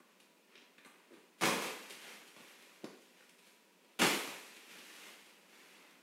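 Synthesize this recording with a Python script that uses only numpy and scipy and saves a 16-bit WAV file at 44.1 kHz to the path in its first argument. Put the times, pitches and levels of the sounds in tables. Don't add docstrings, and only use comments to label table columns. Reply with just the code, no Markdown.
import sys
import numpy as np
from scipy import signal
from scipy.fft import rfft, irfft
from scipy.io import wavfile

SR = 44100
rng = np.random.default_rng(int(sys.argv[2]) if len(sys.argv) > 2 else 0)


def decibels_to_gain(level_db):
    exponent = np.asarray(level_db, float) / 20
    return 10 ** exponent


def unload_audio(sound):
    columns = np.transpose(np.atleast_2d(sound))
    steps = np.round(np.clip(columns, -1, 1) * 32767)
    wavfile.write(sys.argv[1], SR, steps.astype(np.int16))


N = 265482


def rms_one(x):
    return x / np.sqrt(np.mean(x ** 2) + 1e-20)


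def at_hz(points, hz):
    point_hz, value = np.transpose(points)
    return np.interp(np.log(hz), np.log(point_hz), value)


def colour(x, points, size=4096):
    hz = np.maximum(np.arange(size // 2 + 1) * SR / size, 1)
    cepstrum = irfft(np.log(decibels_to_gain(at_hz(points, hz))))
    cepstrum[1:size // 2] *= 2
    cepstrum[size // 2 + 1:] = 0
    response = irfft(np.exp(rfft(cepstrum)))
    response = response / np.sqrt(np.sum(response ** 2))
    return signal.fftconvolve(x, response)[:len(x)]


def resonate(x, hz, width):
    r = np.exp(-np.pi * width / SR)
    gain = (1 - r * r) / 2
    return signal.lfilter([gain, 0, -gain], [1, -2 * r * np.cos(2 * np.pi * hz / SR), r * r], x)


def split(x):
    low = signal.lfilter(*signal.butter(1, 556, fs=SR), x)
    high = signal.lfilter(*signal.butter(1, 4050, "high", fs=SR), x - low)
    return low, x - low - high, high


def snaps(per_s, spread_db):
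    sizes = decibels_to_gain(spread_db * np.minimum(rng.exponential(1, N), 4)) * rng.choice([-1, 1], N)
    return rms_one(sizes * (rng.random(N) < per_s / SR))


# start_s, level_db (peak), palm (1 flat palm, 0 fingertips), length_s
BLOWS = [(1.4103, -27, 0.42, 0.012), (1.42, -26, 0.52, 0.016), (1.434, -26.5, .7, 0.014),
         (1.454, -27, .1, 0.015), (1.486, -24.5, 1, 0.0037), (1.526, -34.5, 0.93, 0.019),
         (1.622, -32, 0.3, 0.015), (1.664, -37.5, 0.63, .01), (2.364, -47, .99, 0.0045),
         (2.407, -52.5, 0.84, 0.0099), (3.99, -30, 0.13, 0.016), (3.995, -26.5, 0.5, 0.016),
         (4.012, -24, .99, 0.0073), (4.017, -17.5, 0.79, 0.011), (4.034, -20, 0.29, 0.0045),
         (4.067, -26.5, 0.082, .01), (4.09, -38, 0.59, 0.0068), (4.192, -40, 0.21, 0.01),
         (4.275, -37.5, 0.45, 0.013)]
# pitch_hz, level_db (per Hz)
STRUCK_FOIL = [(35, -67), (60, 4), (175, -5.5), (260, -12.5), (299, -7.5), (477, -1.5), (536, -9),
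               (693, -10), (778, -9), (1460, -11.5), (2500, -5.5), (4570, -14), (9860, -13.5), (15700, -22)]
# pitch_hz, width_hz, level_db
CUSHION = [(190, 13, -12.5), (222, 77, 12), (306, 110, 3), (402, 38, -3.5), (574, 133, 5.5), (900, 30, -14),
           (1196, 690, 10.5)]
PALM_THUMP_DB, FINGER_THUMP_DB = -5, -14
PALM_SPARKLE_DB, FINGER_SPARKLE_DB = -27, -2.5
BLOW_RISE_S = 0.0003


def blows():
    strength = np.zeros((3, N))
    for start_s, level_db, palm, length_s in BLOWS:
        thump_db = FINGER_THUMP_DB + palm * (PALM_THUMP_DB - FINGER_THUMP_DB)
        sparkle_db = FINGER_SPARKLE_DB + palm * (PALM_SPARKLE_DB - FINGER_SPARKLE_DB)
        at = round(start_s * SR)
        age = np.arange(min(round((BLOW_RISE_S + 6 * length_s) * SR), N - at)) / SR
        burst = np.minimum(age / BLOW_RISE_S, 1) * np.exp(-np.maximum(age - BLOW_RISE_S, 0) / length_s)
        gains = decibels_to_gain([[level_db + thump_db], [level_db], [level_db + sparkle_db]])
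        strength[:, at:at + len(age)] += gains * burst
    crackle = snaps(per_s=7000, spread_db=3.0)
    low = split(crackle * strength[0])[0]
    middle = split(crackle * strength[1])[1]
    high = split(crackle * strength[2])[2]
    ringing = sum(decibels_to_gain(db + 5.5) * resonate(low, hz, width) for hz, width, db in CUSHION)
    return colour(low + ringing + middle + high, STRUCK_FOIL)


# start_s, level_db, held_s, brightness_db
STIRS = [(0.0, -69.5, 0.015, -3), (.45, -63, 0.033, -10), (.8, -69, 0.16, -5), (1.07, -68.5, 0.033, 3),
         (1.41, -45, 0.18, 5.5), (1.759, -58.5, 0.13, 6.5), (1.962, -53, 0.079, 5), (2.31, -61, 0.14, 6.5),
         (2.52, -66, 0.17, 6), (2.84, -73.5, 0.18, 11), (3.1, -66.5, 0.025, 7), (3.36, -69.5, 0.037, 10.5),
         (3.76, -72.5, 0.16, 4.5), (4.0, -41, 0.06, 8.5), (4.64, -56, 0.055, 6), (4.8, -59, 0.092, 10),
         (4.96, -56, 0.049, 6.5), (5.25, -69.5, 0.033, -1), (5.44, -63, 0.23, 5.5), (5.72, -63.5, 0.11, -1)]
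# pitch_hz, level_db (per Hz)
CREASED_FOIL = [(76, -80), (130, -42), (153, -55), (169, -3.5), (314, 1), (369, 1.5), (585, -3.5),
                (647, -4), (2530, 0), (4910, -11.5), (12600, -19), (15700, -31.5)]
SWELL_S, SETTLE_S, SETTLE_POWER, SETTLE_DB_PER_S = 0.074, 0.065, 1.075, 3.5
REST_DB, CUSHION_DB = -76.5, 2


def rustle():
    power = np.full((2, N), decibels_to_gain(2 * REST_DB))
    for start_s, level_db, held_s, bright_db in STIRS:
        age = np.maximum(np.arange(N) / SR - start_s, 0)
        late = np.maximum(age - SWELL_S - held_s, 0)
        swell = np.minimum(age / SWELL_S, 1)
        settling = (1 + late / SETTLE_S) ** -SETTLE_POWER * decibels_to_gain(-SETTLE_DB_PER_S * late)
        power += (decibels_to_gain([[level_db], [level_db + bright_db]]) * swell * settling) ** 2
    level, bright = np.sqrt(power)
    low, middle, high = split(snaps(per_s=3500, spread_db=3.0))
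    return colour((low * decibels_to_gain(CUSHION_DB) + middle) * level + high * bright, CREASED_FOIL)


# pitch_hz, width_hz, level_db
BOARDS = [(197, 70, 2), (322, 148, 11), (490, 110, -12)]


def touch(out, crackle, start_s, level_db, pitch_hz, thump_db, sparkle_db, length_s):
    at = round(start_s * SR)
    age = np.arange(min(round((.05 + 6 * length_s) * SR), N - at)) / SR
    shape = np.minimum(age / (0.66 * length_s), 1) * np.exp(-age / length_s)
    burst = crackle[at:at + len(age)] * shape
    ring = resonate(burst, pitch_hz, 1.16 * pitch_hz)
    ring = signal.lfilter(*signal.butter(3, 1.83 * pitch_hz, fs=SR), ring)
    tick = resonate(signal.lfilter(*signal.butter(2, 4200, "high", fs=SR), burst), 8800, 3700)
    soft = signal.lfilter(*signal.butter(2, 750, fs=SR), burst)
    knock = sum(decibels_to_gain(db) * resonate(soft, hz, width) for hz, width, db in BOARDS)
    out[0, at:at + len(age)] += decibels_to_gain(level_db + 9.5) * ring + decibels_to_gain(level_db + sparkle_db + 2.5) * tick
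    out[1, at:at + len(age)] += decibels_to_gain(level_db + thump_db + 15.5) * knock


# start_s, level_db (peak), length_s
FLICKS = [(0.198, -56.5, 0.0076), (1.377, -59, 0.041), (1.895, -44.5, 0.014), (2.269, -55.5, 0.013),
          (2.616, -58.5, 0.013), (3.014, -63, .012), (3.292, -55, 0.0047), (3.381, -61, 0.013),
          (3.456, -64.5, 0.03), (4.563, -51.5, 0.0057), (5.259, -59, 0.0082), (5.908, -60, 0.0033)]


def flicks(out, crackle):
    for start_s, level_db, length_s in FLICKS:
        touch(out, crackle, start_s, level_db, 2400, -8.5, 0, length_s)


# start_s, level_db (peak), pitch_hz, sparkle_db (re peak), length_s
TAPS = [(0.554, -45, 2340, -28, 0.0027), (0.576, -52, 2700, -18, 0.0056), (0.615, -57, 2590, -12, 0.0069),
        (.779, -48.5, 1990, -15, 0.0058), (.847, -47.5, 1930, -7.5, 0.0047), (0.855, -48, 1060, -8, .012),
        (1.132, -56, 1910, -17, 0.013), (1.923, -49, 2300, -6.5, 0.0039), (2.842, -44, 2840, -11, 0.0029),
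        (2.843, -43.5, 940, -17, 0.0068), (3.844, -63, 2300, -14, 0.0072), (4.711, -54, 2480, -12, 0.0043),
        (4.783, -50.5, 2480, -9, .01), (4.984, -45, 1930, -5, 0.0028), (5.061, -49, 1000, -6, 0.011)]


def taps(out, crackle):
    for start_s, level_db, pitch_hz, sparkle_db, length_s in TAPS:
        touch(out, crackle, start_s, level_db, pitch_hz, -11.5, sparkle_db, length_s)


# start_s, level_db (peak), thump_db (heel, re peak), length_s
STEPS = [
    (0.0, -49.5, -6.5, 0.0056),
    (1.103, -57.5, 1.5, 0.011),
    (1.126, -54, -6, 0.012),
    (1.166, -66, 3, 0.015),
    (2.834, -56, 5, 0.0034),
    (2.8404, -53, 15, 0.0016),
    (2.85, -51.5, 8.5, 0.0035),
    (2.862, -51, -15, 0.0072),
    (3.205, -47.5, -12, 0.0043),
    (5.54, -70, -13, 0.011),
]


def steps(out, crackle):
    for start_s, level_db, thump_db, length_s in STEPS:
        touch(out, crackle, start_s, level_db, 1000, thump_db, -14.5, length_s)


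def touches():
    out = np.zeros((2, N))
    crackle = snaps(per_s=5000, spread_db=3.5)
    flicks(out, crackle)
    taps(out, crackle)
    steps(out, crackle)
    return out


# pitch_hz, t60_s
HALL_T60 = [(105, 0.36), (150, 0.28), (400, 0.66), (1040, 0.64), (2760, 0.49), (7280, 0.53)]


def hallway(x, fill_s, count=6):
    age = np.arange(round(1.2 * SR)) / SR
    edges = 70 * 2 ** np.arange(0, 8.1, .5)
    echoes = 0
    white = rng.standard_normal((2, count, len(age)))
    for k, (low, high) in enumerate(zip(edges, edges[1:])):
        band_filter = signal.butter(2, [low, high], "band", fs=SR, output="sos")
        band = signal.sosfilt(band_filter, white[k % 2])
        echoes = echoes + band * decibels_to_gain(-60 * age / at_hz(HALL_T60, np.sqrt(low * high)))
    echoes = echoes * (1 - np.exp(-age / fill_s))
    echoes = echoes / np.sqrt(np.sum(echoes ** 2, axis=1, keepdims=True))
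    turn = np.arange(N) / (.007 * SR)
    away = (turn - np.arange(count)[:, None] + 1) % count - 1
    share = np.cos(np.pi / 2 * np.clip(away, -1, 1))
    return signal.fftconvolve(x * share, echoes, axes=1).sum(axis=0)[:N]


# pitch_hz, level_db (per Hz)
AIR = [(76, -49), (130, -75), (153, -13.5), (179, -6.5), (314, -9.5), (562, -10.5), (730, -19),
       (967, -15.5), (1160, -21), (2380, -22), (15700, -31.5)]
# pitch_hz, width_hz, level_db
HUM = [(977, 8.5, -83), (2540, 290, -81.5)]


def room_air():
    noise = rng.standard_normal((2, N))
    hum = sum(decibels_to_gain(db) * rms_one(resonate(noise[1], hz, width)) for hz, width, db in HUM)
    return decibels_to_gain(-69) * colour(noise[0], AIR) + hum


def scene():
    struck = decibels_to_gain(-5) * blows()
    creased = decibels_to_gain(-6) * rustle()
    near, knocks = touches()
    sent = decibels_to_gain(3.0) * struck + decibels_to_gain(2.5) * creased + decibels_to_gain(0.5) * near + decibels_to_gain(-3) * knocks
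    tail = hallway(sent, fill_s=0.0025)
    return (struck + creased + near + knocks + tail + room_air())[None]


def top_cut(x):
    return signal.sosfilt(signal.butter(12, 15870, fs=SR, output="sos"), x)


# pitch_hz, width_hz, level_db (added)
PORT = (1980, 2000, -19.5)


def record(dry):
    hz, width, db = PORT
    heard = dry + decibels_to_gain(db) * resonate(dry, hz, width)
    heard = signal.sosfilt(signal.butter(5, 163, "high", fs=SR, output="sos"), heard)
    heard = signal.sosfilt(signal.ellip(10, .5, 60, 15780, fs=SR, output="sos"), heard)
    return top_cut(heard)


dry = scene()
out = record(dry)
unload_audio(out)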